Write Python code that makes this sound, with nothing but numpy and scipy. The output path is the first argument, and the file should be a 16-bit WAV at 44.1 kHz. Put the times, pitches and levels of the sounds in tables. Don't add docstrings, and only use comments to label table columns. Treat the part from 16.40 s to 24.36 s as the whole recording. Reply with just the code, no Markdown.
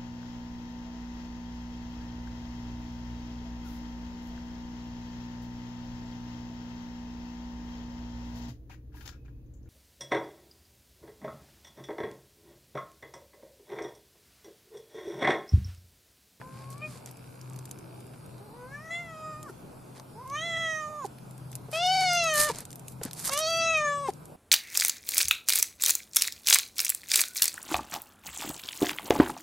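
import sys
import numpy as np
from scipy import signal
from scipy.fft import rfft, irfft
from scipy.io import wavfile
from scipy.ndimage import uniform_filter1d

SR = 44100
rng = np.random.default_rng(int(sys.argv[2]) if len(sys.argv) > 2 else 0)


def boost_factor(decibels):
    exponent = np.asarray(decibels, float) / 20
    return 10 ** exponent


def waveform_to_disk(signal):
    frames = np.transpose(np.atleast_2d(signal))
    scaled = np.clip(frames, -1, 1) * 32767
    samples = np.round(scaled).astype(np.int16)
    wavfile.write(sys.argv[1], SR, samples)


N = 351036
TIME = np.arange(N) / SR

# pitch_hz, level_db (per Hz)
TRAFFIC_COLOUR = [(12, -62), (22, -55), (69, -19.5), (136, -4.5), (179, -10.5), (481, -20), (1520, -28),
                  (1800, -42.5)]
# pitch_hz, level_db (per Hz)
AIR_COLOUR = [(900, -21.5), (1740, -38.5), (2600, -35), (2930, -40), (4550, -38), (6320, -42), (10100, -35),
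              (14000, -44)]
# pitch_hz, likeness (0-1)
LEFT_RIGHT_LIKENESS = [(25, 0.12), (60, 0.89), (180, 0.88), (550, 0.12), (1650, 0.15), (4970, 0.12),
                       (15000, 0.03)]
# pitch_hz, left_minus_right_db
LEFT_RIGHT_LEAN = [(60, 0.5), (240, 1.5), (950, -1), (3770, 0), (15000, -2.5)]
YARD_DB = -48.5
PASSING_S, PASSING_HALF_S, PASSING_HZ, PASSING_WIDTH_HZ, PASSING_DB = 1.41, 0.29, 360, 82, 8

# centre_s, half_width_s, level_db
LOW_MACHINE_SWELLS = [
    (.3, 0.3, -38.5),
    (1.25, 0.52, -36.5),
    (3.5, 2.03, -45),
    (5.05, 0.28, -41.5),
    (6.6, 0.34, -42),
    (7.901, 0.52, -54),
]
# centre_s, half_width_s, level_db
HIGH_MACHINE_SWELLS = [
    (2.7, 0.12, -47),
    (4.999, 0.12, -42),
    (5.7, 0.32, -38.5),
    (6.6, 0.28, -42.5),
    (7.601, 0.39, -41.5),
]

# time_s, level_db
TICKING_LEVEL = [(0, -65.5), (1.6, -65.5), (2.0, -72), (3.3, -72), (4.5, -77), (7.96, -80)]
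TICKS_PER_S, FIRST_TICK = 59.94, 0.5

# time_s, effort_db, jaw_opening (0-1), tongue_height (0-1),
# mouth_ring_db (over the effort)
GREETING_MOUTH = [(0.0, -62, 0.0, 0.1, -24), (0.028, -51.5, 0.3, 0.2, -40), (0.2, -50.5, 0.35, 0.1, -40),
                  (0.34, -52, 0.3, 0.0, -28), (0.386, -52, 0.38, 0.1, -12), (0.412, -58, 0.46, 0.2, 1)]
CHIRP_MOUTH = [(0.419, -42, 0.25, 0.29, 5), (0.452, -38.5, 0.22, 0.24, -0.5), (0.49, -53, 0.22, 0.14, -10),
               (0.512, -54, 0.11, 0.1, -30), (0.54, -64, 0.42, 0.0, -34), (0.56, -55, 0.3, 0.0, -34),
               (0.579, -64, 0.3, 0.0, -34)]
SECOND_MURMUR_MOUTH = [(2.0, -58, 0.028, 0.0014, -50), (2.03, -63, 0, 0, -45), (2.12, -64, 0, 0, -42),
                       (2.17, -57.5, 0.38, 0, -43), (2.3, -50.5, 0.51, 0, -19),
                       (2.345, -38.5, 0.73, 0, -34), (2.385, -44.5, 0.51, 0.05, -11),
                       (2.45, -42, 0.67, 0.049, -41), (2.503, -39, 0.64, .02, -37)]
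SECOND_CALL_MOUTH = [(2.509, -32.5, 0.8, 0.98, -22), (2.553, -32.5, 0.91, 0.69, -9.5),
                     (2.64, -39, 0.78, 0.6, -18), (2.74, -40, 0.54, 0.36, -24), (2.82, -40, 0.34, 0.4, -17),
                     (2.85, -35, 0.41, 0.29, -27), (2.931, -37.5, 0.4, 0.21, -28),
                     (3.02, -45, 0.35, .1, -24), (3.094, -42.5, 0.46, 0.021, -51)]
THIRD_MURMUR_MOUTH = [(3.746, -52, 0.0, 0.0032, -53), (3.8, -45, 0.23, 0.0031, -32),
                      (3.845, -44, 0.27, 0.00053, -26), (3.9, -39, 0.27, 0, -26),
                      (3.935, -31.5, 0.32, 0.0017, -20)]
THIRD_CALL_MOUTH = [(3.958, -29, 0.53, 0.15, -13), (3.985, -31, 0.54, 0.59, -8.5),
                    (4.049, -30.5, 0.78, 0.89, -10), (4.256, -26.5, 0.69, 0.69, -15),
                    (4.357, -26.5, 0.68, 0.35, -31), (4.495, -36.5, 0.27, 0.021, -26),
                    (4.641, -37.5, 0.32, 0, -54)]
LOUD_CALL_MOUTH = [(5.323, -40.5, 0.035, 0.28, -1), (5.349, -33.5, 0.3, 0.38, 0.5),
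                   (5.464, -29.5, 0.13, 0.75, -2.5), (5.538, -30, 0.061, 0.29, -4),
                   (5.66, -29, 0.22, 0.025, -7.5), (5.706, -27, 0.31, 0.21, -3),
                   (5.781, -26.5, 0.28, 0.29, -3.5), (5.845, -28, 0.29, 0.22, -2.5),
                    (5.9, -26, 0.63, 0.4, -9.5), (5.95, -26, 0.57, 0.42, -19),
                    (6.009, -25, 0.62, 0.91, -40), (6.06, -27.5, 0.57, 0.8, -30),
                    (6.098, -31, 0.52, 0.27, -15)]
LAST_CALL_MOUTH = [(6.895, -43, 0.46, 0.55, -47.6), (6.921, -37.5, 0.44, 0.13, -2.5),
                   (7.041, -30.5, 0.3, 0.9, -16.5), (7.14, -28.5, 0.29, 0.47, -1.5),
                   (7.26, -28, 0.34, 0.36, -5.5), (7.361, -29.5, 0.43, 0.2, 3.5),
                   (7.484, -23.5, 0.59, 0.0, -31), (7.614, -33, 0.23, 0.15, -77),
                   (7.676, -32.5, 0.26, 0.0, -16)]

# time_s, pitch_hz
GREETING_PITCH = [(0.0, 489), (0.062, 517), (0.15, 528), (0.332, 549), (0.41, 593), (0.443, 620),
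                  (0.5, 600), (0.55, 533), (0.579, 512)]
# time_s, pitch_hz
PITCH_RISES = [
    [(2.0, 390.4), (2.064, 434.6), (2.08, 404), (2.122, 438), (2.152, 482.5), (2.254, 501.6), (2.456, 655),
     (2.5, 651)],
    [(3.742, 396), (3.77, 435), (3.792, 474), (3.836, 541.6), (3.858, 495), (3.868, 533), (3.876, 525),
     (4.05, 673)],
    [(5.328, 614), (5.438, 720.6), (5.48, 734.4)],
    [(6.894, 526), (6.955, 575), (6.99, 612), (7.025, 641), (7.055, 628), (7.095, 666)],
]
# time_s, pitch_hz
PITCH_FALLS = [
    [(2.505, 666), (2.601, 699), (2.745, 632.3), (2.925, 619.4), (2.947, 605), (3.007, 619), (3.053, 613),
     (3.077, 557), (3.093, 453)],
    [(4.06, 679.4), (4.172, 654), (4.18, 668), (4.478, 600), (4.5, 613), (4.586, 597), (4.63, 526),
     (4.639, 506)],
    [(5.7, 709.8), (5.8, 687.7), (5.962, 597), (6.032, 600), (6.066, 607.5), (6.096, 576)],
    [(7.11, 660), (7.33, 647), (7.484, 580.2), (7.634, 563.7), (7.678, 517)],
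]
# time_s, pitch_hz
STRAINED_PITCH = [(2.315, 545.6), (2.345, 576.5), (2.392, 597.5), (5.53, 760), (5.622, 747.8), (5.66, 735),
                  (7.27, 658.5), (7.374, 620)]
# centre_s, half_width_s, pitch_share
HOARSE_SPOTS = [
    (2.47, .04, .012),
    (3.97, .04, .008),
    (4.15, .03, .008),
    (6.97, .07, .013),
]
# start_s, peak_db, pitch_hz, overtone_db, length_s
GULPS = [
    (3.096, -39, 372, -15, 0.015),
    (4.646, -34, 411, 3, 0.018),
    (6.097, -26, 475, -1.5, 0.019),
    (7.685, -26.5, 410, 2.5, 0.018),
]
TREMOR_SHARE, TREMOR_FROM_HZ, TREMOR_PER_S, TREMOR_TOP_S = 0.014, 705, 25, 5.523

# time_s, pitch_hz, level_db (over the effort)
NOSE_RESONANCE = [(0.3, 6700.0, -46), (0.439, 5780.0, -35), (0.558, 5500, -24), (2.3, 6000, -31),
                  (2.45, 5300.0, -28), (2.551, 7160, -25), (2.705, 5115, -30.5), (2.87, 5060, -32),
                  (3.04, 4780, -30.5), (3.85, 5970, -42), (3.96, 6300, -23.5), (4.128, 6940.0, -24),
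                  (4.35, 6240, -25.5), (4.45, 6700, -26), (4.52, 6800, -32), (4.62, 6500, -29),
                  (5.377, 4597, -12.5), (5.467, 4740, -8), (5.684, 4610, -8), (5.744, 5750, -8.5),
                  (6.09, 7025, -23), (6.895, 6434, -10), (7.03, 5800, -11.5), (7.09, 6300, -13),
                  (7.17, 5930, -14.5), (7.236, 5800, -10), (7.3, 6350, -14), (7.38, 6220, -16),
                  (7.438, 6690, -25), (7.63, 8440, -23.5)]
# time_s, pitch_hz, level_db (over the effort)
THROAT_RESONANCE = [(2.62, 7300, -35), (2.8, 7250, -20.5), (3.03, 7600, -29), (4.42, 7010, -45),
                    (4.5, 7520, -31), (4.62, 6940, -30), (5.3, 4370, -37), (5.55, 4920, -14),
                    (5.72, 4500, -21), (5.8, 4360, -6), (5.88, 4110, -16), (5.93, 4284, -30),
                    (6.09, 3750, -24), (6.9, 3500, -14), (6.96, 3654, -9), (7.05, 4470, -8),
                    (7.2, 4540, -11.5), (7.24, 4090, -16), (7.34, 3950, -17), (7.39, 3950, -19),
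                    (7.45, 3604, -60), (7.68, 3500, -66)]
# time_s, level_db
CHEST_LEVEL = [(0.2, 1), (0.45, -10), (2.05, 13), (2.25, 18.5), (2.35, -6.5), (2.6, 5), (3.0, -10),
               (3.8, -1.5), (3.9, -27), (4.05, 4.5), (4.4, -8.5), (4.6, -10), (5.4, 8), (6.0, 3),
               (6.95, 7.5), (7.1, 3.5), (7.35, 4.5), (7.6, -1.5)]
# time_s, spacing_hz, echo_share (0-1)
NEAR_ECHO = [(.44, 3080, 1), (2.5, 3070, 0), (2.64, 3080, 0.6), (2.76, 1097, 0.7), (3.0, 1082, .85),
             (3.9, 2600, 0.4), (4.1, 2295, 0.58), (4.4, 2300, 0.47), (4.5, 1410, 0.72), (5.35, 2238, 0.3),
             (5.46, 2260, 0.4), (5.55, 1900, 0), (5.65, 1870, 0.3), (5.7, 1393, 0.42), (5.76, 1388, 0.42),
             (5.85, 1193, 0.6), (6.05, 1140, 0.1), (6.92, 1424, 0), (7.07, 1240, 0), (7.17, 1298, 0.83),
             (7.22, 1314, 0), (7.28, 1550, 0.6), (7.36, 1515, 0.04), (7.47, 1423, 0.5), (7.62, 1470, 0.3)]
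# time_s, left_minus_right_db
CAT_PAN = [(0.3, 2.5), (2.6, 1.5), (4.0, -1.5), (4.6, -5), (5.4, 2), (6.0, .5), (7.0, -1), (7.6, 2.5)]
JAW_SHUT_HZ, JAW_SPAN_HZ, JAW_WIDTH_HZ = 600, 1564, 534
TONGUE_LOW_HZ, TONGUE_SPAN_HZ, TONGUE_WIDTH_HZ = 2168, 1585, 502
CHEST_DB, CHEST_HZ, CHEST_DB_PER_JAW = -9, 955, -5
NOSE_WIDTH_HZ, FILL_DB, THROAT_WIDTH_HZ = 640, -6, 400
SINUS_HZ, SINUS_WIDTH_HZ, SINUS_DB = 6470, 180, -8
DIP_HZ, DIP_WIDTH_HZ, DIP_DEPTH = 1414, 270, 0.52
HOLLOW_HZ, HOLLOW_WIDTH_HZ, HOLLOW_DB_PER_JAW = 4600, 550, -17
EDGE_RING_HZ, EDGE_RING_DB, EDGE_RING_DB_PER_JAW = 9060, -33, 25
SHIMMER_DB = -28

# start_s, peak_db, pitch_hz
GRIT_CRACKS = [(0.3036, -33, 8170), (0.38, -39, 7690), (0.6604, -25.5, 7600), (0.712, -33, 12500),
               (0.771, -39.5, 7550), (0.9552, -44, 8070), (1.0135, -33, 6350), (1.0989, -38.5, 7840),
               (1.133, -37, 7620), (1.1615, -35, 7500), (1.1898, -31, 7410), (1.2551, -28.5, 7950),
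               (1.2922, -40, 7860), (1.3121, -23.5, 8100), (1.388, -35.5, 7640), (1.605, -39.5, 8870),
               (1.667, -41.5, 9950), (1.862, -39, 10900), (3.029, -30.5, 8200), (3.598, -34.5, 4400),
               (3.876, -38, 7520), (3.8997, -35, 6240), (4.91, -38.5, 9600), (4.9794, -39.5, 8700),
               (5.117, -30, 8900), (5.154, -21.5, 9610), (5.315, -33, 10830), (5.3735, -29, 6580),
               (5.4652, -28, 8000), (5.733, -18, 9900), (5.841, -21, 6600), (6.0006, -9, 10480),
               (6.0906, -19.5, 7270), (6.1587, -27, 6000), (6.186, -22.5, 7900), (6.2053, -25, 10030),
               (6.2532, -27, 8000), (6.3055, -31, 7040), (6.3154, -34, 8930), (6.329, -30.5, 7000),
               (6.357, -30.5, 10400), (5.608, -19.5, 6630), (6.482, -27.5, 9100), (6.634, -21, 9000),
               (6.711, -26, 4150), (6.7322, -23.5, 10300), (6.794, -25, 7490), (6.976, -14, 6700),
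               (6.9903, -12.5, 8500), (7.1043, -26, 6600), (7.1734, -29, 7830), (7.373, -29, 9010),
               (7.7359, -36, 7370), (7.8555, -33, 9260),
               (0.69, -44, 4000), (1.981, -46, 3491), (5.9405, -18, 10950), (5.956, -17, 10000),
               (5.9925, -23, 10500), (6.011, -18, 7000), (6.0252, -23, 11000), (6.035, -23, 8500),
               (6.0485, -28, 9000), (6.0955, -34, 6000), (6.637, -20.5, 8450), (6.651, -21, 9500),
               (5.75, -22, 9000), (6.395, -33, 8950), (0.329, -36.5, 6000), (7.667, -39, 4000),
               (4.785, -42, 2500), (5.129, -33, 4000), (6.739, -32, 9400), (6.7775, -45, 5000),
               (6.799, -26, 11200), (6.8497, -33, 11060), (6.855, -16, 10500), (6.895, -15.5, 4540)]
# start_s, peak_db, pitch_hz, fade_60db_s
KNOCKS = [
    (0.014, -33, 1010, 0.031),
    (3.597, -40.5, 900, 0.034),
    (5.284, -38, 372.9, 0.055),
    (6.184, -44, 405.3, 0.05),
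    (6.614, -28, 360, 0.019),
    (6.653, -27, 254, 0.054),
    (6.892, -25, 900, 0.045),
    (0.556, -43, 600, 0.04),
    (1.735, -48, 1700, 0.05),
]
# start_s, length_s, level_db, brightness_db (per octave)
SOLE_DRAGS = [(0.08, 0.22, -56, -6.5), (0.292, 0.061, -57.5, 10), (0.418, 0.22, -54.5, 3),
              (0.654, 0.057, -54.5, 1), (3.077, 0.044, -60, 8), (3.536, 0.071, -53, -3),
              (4.635, 0.042, -52.5, 7.5), (5.298, 0.11, -44.5, 4.5), (5.35, 0.45, -49, 4.5),
              (5.602, 0.045, -44, 0), (5.734, 0.055, -56, 15), (5.785, 0.19, -48.5, 5),
              (5.922, 0.06, -43, 11), (5.944, 0.14, -30, 9.5), (6.06, 0.071, -34.5, -1.5),
              (6.095, 0.16, -46, 0), (6.45, 0.11, -64.5, 15.5), (6.604, 0.11, -45.5, -3.5),
              (6.727, 0.2, -45.5, 8), (6.832, 0.077, -37.5, 9), (6.902, 0.06, -36, 8),
              (6.942, 0.091, -41.5, 8), (6.99, 0.26, -55, 12), (7.662, 0.055, -44, -1)]
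# pitch_hz, level_db (per Hz)
SCUFF_COLOUR = [(1470, -3.5), (2500, -6.5), (2750, -11), (4680, -4), (5600, -8), (8890, -7), (11400, -13),
                (14000, -22)]

EDGE_HZ, LEAK_DB = 14330, -19
SIDE_DROP_DB, SIDE_DROP_SHARE = -22, 33


def evened(x):
    return x / np.sqrt(np.mean(x ** 2) + 1e-20)


def read(points, hz):
    f, value = np.transpose(points)
    return np.interp(np.log(hz + 1), np.log(f + 1), value)


def follow(rows):
    s, *columns = np.transpose(rows)
    return np.array([np.interp(TIME, s, c) for c in columns])


def sides(pan_db):
    return boost_factor(np.array([pan_db / 2, -pan_db / 2]))


def add(mix, s, sound):
    part = mix[..., round(s * SR):][..., :sound.shape[-1]]
    part += sound[..., :part.shape[-1]]


def highpass(x, order, hz):
    return signal.sosfilt(signal.butter(order, hz, "high", fs=SR, output="sos"), x)


def resonate(x, hz, width):
    turn = np.exp(2j * np.pi * hz * np.arange(x.shape[-1]) / SR)
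    r = np.exp(-np.pi * width / SR)
    return 2 * (turn * signal.lfilter([1 - r], [1, -r], x / turn)).real


def hump(hz, centre_hz, width_hz):
    return 1 / (1 + ((hz - centre_hz) / width_hz) ** 2) ** 2


def bump(t, centre_s, half_s):
    return np.exp(-((t - centre_s) / half_s) ** 2)


def wander(size):
    return evened(uniform_filter1d(uniform_filter1d(rng.standard_normal(N), size), size))


def ports(a, b):
    side = highpass(b, 2, 6000)
    return np.array([a + 0.62 * side, a - 0.68 * side])


def yard():
    frames, hz = N // 512 + 5, np.fft.rfftfreq(2048, 1 / SR)
    a, b, c, d, patches = rng.standard_normal((frames, 1025, 5)).T
    patches = uniform_filter1d(uniform_filter1d(patches, size=20, axis=0), size=8, axis=1)
    same = np.clip(read(LEFT_RIGHT_LIKENESS, hz), -1, 1)[:, None]
    left = a + 1j * b
    right = same * left + np.sqrt(1 - same ** 2) * (c + 1j * d)
    z = np.array([left, right])
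    t = np.arange(frames) * 512 / SR
    car_colour = hump(hz, PASSING_HZ, PASSING_WIDTH_HZ)[:, None]
    z *= boost_factor(PASSING_DB * car_colour * bump(t, PASSING_S, PASSING_HALF_S))
    colour = np.hypot(boost_factor(read(TRAFFIC_COLOUR, hz)), boost_factor(read(AIR_COLOUR, hz)))
    z *= colour[:, None] * boost_factor(1.7 * evened(patches)) * sides(read(LEFT_RIGHT_LEAN, hz))[:, :, None]
    return evened(signal.istft(z, nperseg=2048, noverlap=1536)[1][:, :N]) * boost_factor(YARD_DB)


def drone():
    out = 0
    for hz, swells in [(127.0, LOW_MACHINE_SWELLS), (155.0, HIGH_MACHINE_SWELLS)]:
        level = sum(boost_factor(db - 10) * bump(TIME, s, half) for s, half, db in swells)
        line = np.sin(2 * np.pi * np.cumsum(hz * (1 + 0.01167 * wander(size=9000))) / SR)
        fuzz = resonate(resonate(rng.standard_normal(N), hz, 3.9), hz, 3.9)
        out = out + level * evened(line + 0.28 * evened(fuzz))
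    return out * sides(2.5)[:, None]


def ticking():
    ticks = np.diff(np.floor(TIME * TICKS_PER_S + 1 - FIRST_TICK), prepend=0)
    ticks = ticks * boost_factor(1.5 * wander(size=300))
    modes = [(2300, 0), (4700, -4), (1550, -2)]  # pitch_hz, level_db
    ring = sum(boost_factor(db) * resonate(resonate(ticks, hz, 750), hz, 750) for hz, db in modes)
    return evened(ring) * boost_factor(follow(TICKING_LEVEL)[0])


def cat_pitch():
    points = sum(PITCH_RISES + PITCH_FALLS, GREETING_PITCH + STRAINED_PITCH)
    hz = follow(sorted(map(tuple, points)))[0]
    strain = np.clip((hz - TREMOR_FROM_HZ) / 40, 0, 1)
    shake = TREMOR_SHARE * strain * np.cos(2 * np.pi * TREMOR_PER_S * (TIME - TREMOR_TOP_S))
    hz = hz * (1 + shake + 0.0022 * wander(size=400) + 0.003 * wander(size=90))
    hoarse = sum(share * bump(TIME, s, half) for s, half, share in HOARSE_SPOTS)
    return hz * (1 + wander(size=250) * hoarse)


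def cat_resonances(f, on, jaw, tongue, ring_db):
    nose_hz, nose_db = follow(NOSE_RESONANCE)[:, on]
    throat_hz, throat_db = follow(THROAT_RESONANCE)[:, on]
    chest_db = CHEST_DB + CHEST_DB_PER_JAW * jaw + follow(CHEST_LEVEL)[0][on]
    tract = hump(f, JAW_SHUT_HZ + JAW_SPAN_HZ * jaw, JAW_WIDTH_HZ) ** 1.63
    tract += boost_factor(chest_db) / (1 + (f / CHEST_HZ) ** 4)
    tract += boost_factor(ring_db) * hump(f, TONGUE_LOW_HZ + TONGUE_SPAN_HZ * tongue, TONGUE_WIDTH_HZ) ** 1.09
    head = hump(f, nose_hz, NOSE_WIDTH_HZ) + boost_factor(FILL_DB) / (1 + (f / 6500) ** 6)
    head += boost_factor(SINUS_DB) * hump(f, SINUS_HZ, SINUS_WIDTH_HZ)
    head += boost_factor(EDGE_RING_DB + EDGE_RING_DB_PER_JAW * jaw) * hump(f, EDGE_RING_HZ, 1100)
    head *= boost_factor(HOLLOW_DB_PER_JAW * jaw * hump(f, HOLLOW_HZ, HOLLOW_WIDTH_HZ))
    tract += boost_factor(nose_db) * head + boost_factor(throat_db) * hump(f, throat_hz, THROAT_WIDTH_HZ)
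    return tract * (1 - DIP_DEPTH / (1 + ((f - DIP_HZ) / DIP_WIDTH_HZ) ** 2))


def near_echo(f, on):
    spacing_hz, share = follow(NEAR_ECHO)[:, on]
    back = np.clip(share, 0, 0.95) / (1 + (2800 / f) ** 12)
    return abs(1 - back * np.exp(2j * np.pi * f / spacing_hz)) / np.sqrt(1 + back ** 2)


def add_gulps(voice):
    for s, db, gulp_hz, over_db, length in GULPS:
        u = np.arange(0, 1, 1 / (SR * length))
        turn = 2 * np.pi * gulp_hz * length * (1.065 * u - 0.12 * u ** 2)
        tone = np.sin(turn) + boost_factor(over_db) * np.sin(2 * turn)
        add(voice, s, boost_factor(db + 1.5) * np.sin(np.pi * u ** 0.4) * tone)


def cat():
    calls = [GREETING_MOUTH + CHIRP_MOUTH, SECOND_MURMUR_MOUTH + SECOND_CALL_MOUTH,
             THIRD_MURMUR_MOUTH + THIRD_CALL_MOUTH, LOUD_CALL_MOUTH, LAST_CALL_MOUTH]
    voiced = np.zeros(N, bool)
    for rows in calls:
        voiced |= (TIME >= rows[0][0] + 0.005) & (TIME <= rows[-1][0] + 0.006)
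    on = np.flatnonzero(voiced)
    effort_db, jaw, tongue, ring_db = follow(sum(calls, []))[:, on]
    nose_hz, nose_db = follow(NOSE_RESONANCE)[:, on]
    hz = cat_pitch()
    angle = (2 * np.pi * np.cumsum(hz) / SR)[on]
    k = np.arange(1, 18)[:, None]
    f = k * hz[on]
    upper = k > 3
    gain = cat_resonances(f, on, jaw, tongue, ring_db)
    gain *= boost_factor((0.4 + 0.16 * k) * upper * wander(size=500)[(on + 20011 * k) % N])
    gain *= near_echo(f, on)
    gain *= 1 + boost_factor(SHIMMER_DB) * upper * wander(size=30)[on]
    partials = (gain * np.cos(k * angle + 0.27 * k ** 2 * upper)).sum(0)
    rasp = uniform_filter1d(rng.standard_normal(len(on)), size=30)
    rasp = rasp * np.cos(2 * np.pi * np.cumsum(nose_hz) / SR)
    voice = np.zeros(N)
    voice[on] = np.sqrt(2) * boost_factor(effort_db) * (partials + boost_factor(nose_db - 19) * evened(rasp))
    voice *= uniform_filter1d(voiced * 1.0, size=200) ** 2 * boost_factor(0.06 * wander(size=300))
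    add_gulps(voice)
    return highpass(voice, 2, 150)


def patio(x):
    t = np.arange(4000) / SR
    taps = rng.standard_normal((2, 4000)) * (rng.random((2, 4000)) < 0.05)
    taps = taps * boost_factor(-60 * t / 0.091) * (t > 0.002)
    taps = taps + 1.2 * taps[::-1].mean(0)
    both = highpass(taps.mean(0), 1, 1500)
    taps = both + highpass(taps - both, 2, 1200)
    return signal.oaconvolve(x[None], taps / np.linalg.norm(taps[0]), axes=1)[:, :N]


def cracks():
    out, t = np.zeros((2, N)), np.arange(2000) / SR
    for s, db, hz in GRIT_CRACKS:
        fade = boost_factor(-60 * t / 0.03) + 2.2 * boost_factor(-60 * t / 0.004)
        burst = ports(*resonate(rng.standard_normal((2, 2000)) * fade, hz, 4000))
        burst = signal.lfilter([1, -1], [1, -0.7], burst)
        add(out, s, boost_factor(db + 1.5) * burst / abs(burst).max())
    for s, db, hz, fade_s in KNOCKS:
        noise = rng.standard_normal(2000) * boost_factor(-60 * t / fade_s)
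        thud = resonate(resonate(noise, hz, 1.05 * hz), hz, 1.05 * hz)
        add(out, s, boost_factor(db) * np.array([thud, thud]) / abs(thud).max())
    return out


def scuff():
    grains = boost_factor(5.3 * np.minimum(rng.exponential(1, N), 5)) * (rng.random(N) < 1500 / SR)
    size = signal.lfilter([1], [1, -0.96], grains) + 3.8
    hz = np.fft.rfftfreq(N, 1 / SR)
    grit = ports(*rng.standard_normal((2, N)) * size)
    colour = boost_factor(read(SCUFF_COLOUR, hz)) * sides(1.3 * read(LEFT_RIGHT_LEAN, hz))
    grit = evened(irfft(rfft(grit) * colour, N))
    out = np.zeros((2, N))
    for s, length, db, tilt_db in SOLE_DRAGS:
        part = grit[:, round(s * SR):][:, :round(length * SR)]
        count = part.shape[1]
        octaves = np.log2(np.fft.rfftfreq(count, 1 / SR) / 7000 + 0.57)
        part = irfft(rfft(part) * boost_factor(tilt_db * octaves), count)
        add(out, s, boost_factor(db) * part * signal.windows.tukey(count, 0.8))
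    return out


def masked(x):
    middle_and_side = np.array([x[0] + x[1], x[0] - x[1]]) / 2
    hz, _, z = signal.stft(middle_and_side, SR, nperseg=1024, noverlap=768)
    band = uniform_filter1d(uniform_filter1d(abs(z) ** 2, size=3, axis=1), size=7, axis=2)
    treble = (hz > 1400) & (hz < 12000)
    limit = uniform_filter1d(band[0], size=25, axis=0) * boost_factor(-50) + np.percentile(band[0][treble], 2)
    z *= np.where((band[0] < limit) & treble[:, None], boost_factor(-16), 1)
    presence = (hz > 1100) & (hz < 7000)
    side = uniform_filter1d(band[1], size=4, axis=0)
    limit = uniform_filter1d(band[0], size=61, axis=0) * boost_factor(2 * SIDE_DROP_DB)
    limit = limit + np.percentile(side[presence], SIDE_DROP_SHARE)
    z[1] *= np.where((side < limit) & presence[:, None], boost_factor(-40), 1)
    top = (abs(z[0][hz > 12000]) ** 2).mean(0)
    snap = top > 2.5 * uniform_filter1d(top, size=25)
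    above = hz > EDGE_HZ
    z[:, above] *= boost_factor(LEAK_DB - (hz[above, None] - EDGE_HZ) / 150) * snap
    mid, side = signal.istft(z, nperseg=1024, noverlap=768)[1][:, :N]
    return np.array([mid + side, mid - side])


def scene():
    background = yard() + drone() + ticking()
    voice = cat()
    cat_in_yard = voice * sides(follow(CAT_PAN)[0]) + boost_factor(-10) * patio(voice)
    return background + cat_in_yard + cracks() + scuff()


def low_pass(x):
    return signal.sosfilt(signal.butter(12, 15620, fs=SR, output="sos"), x)


def record(dry):
    return low_pass(masked(dry))


dry = scene()
out = record(dry)
waveform_to_disk(out)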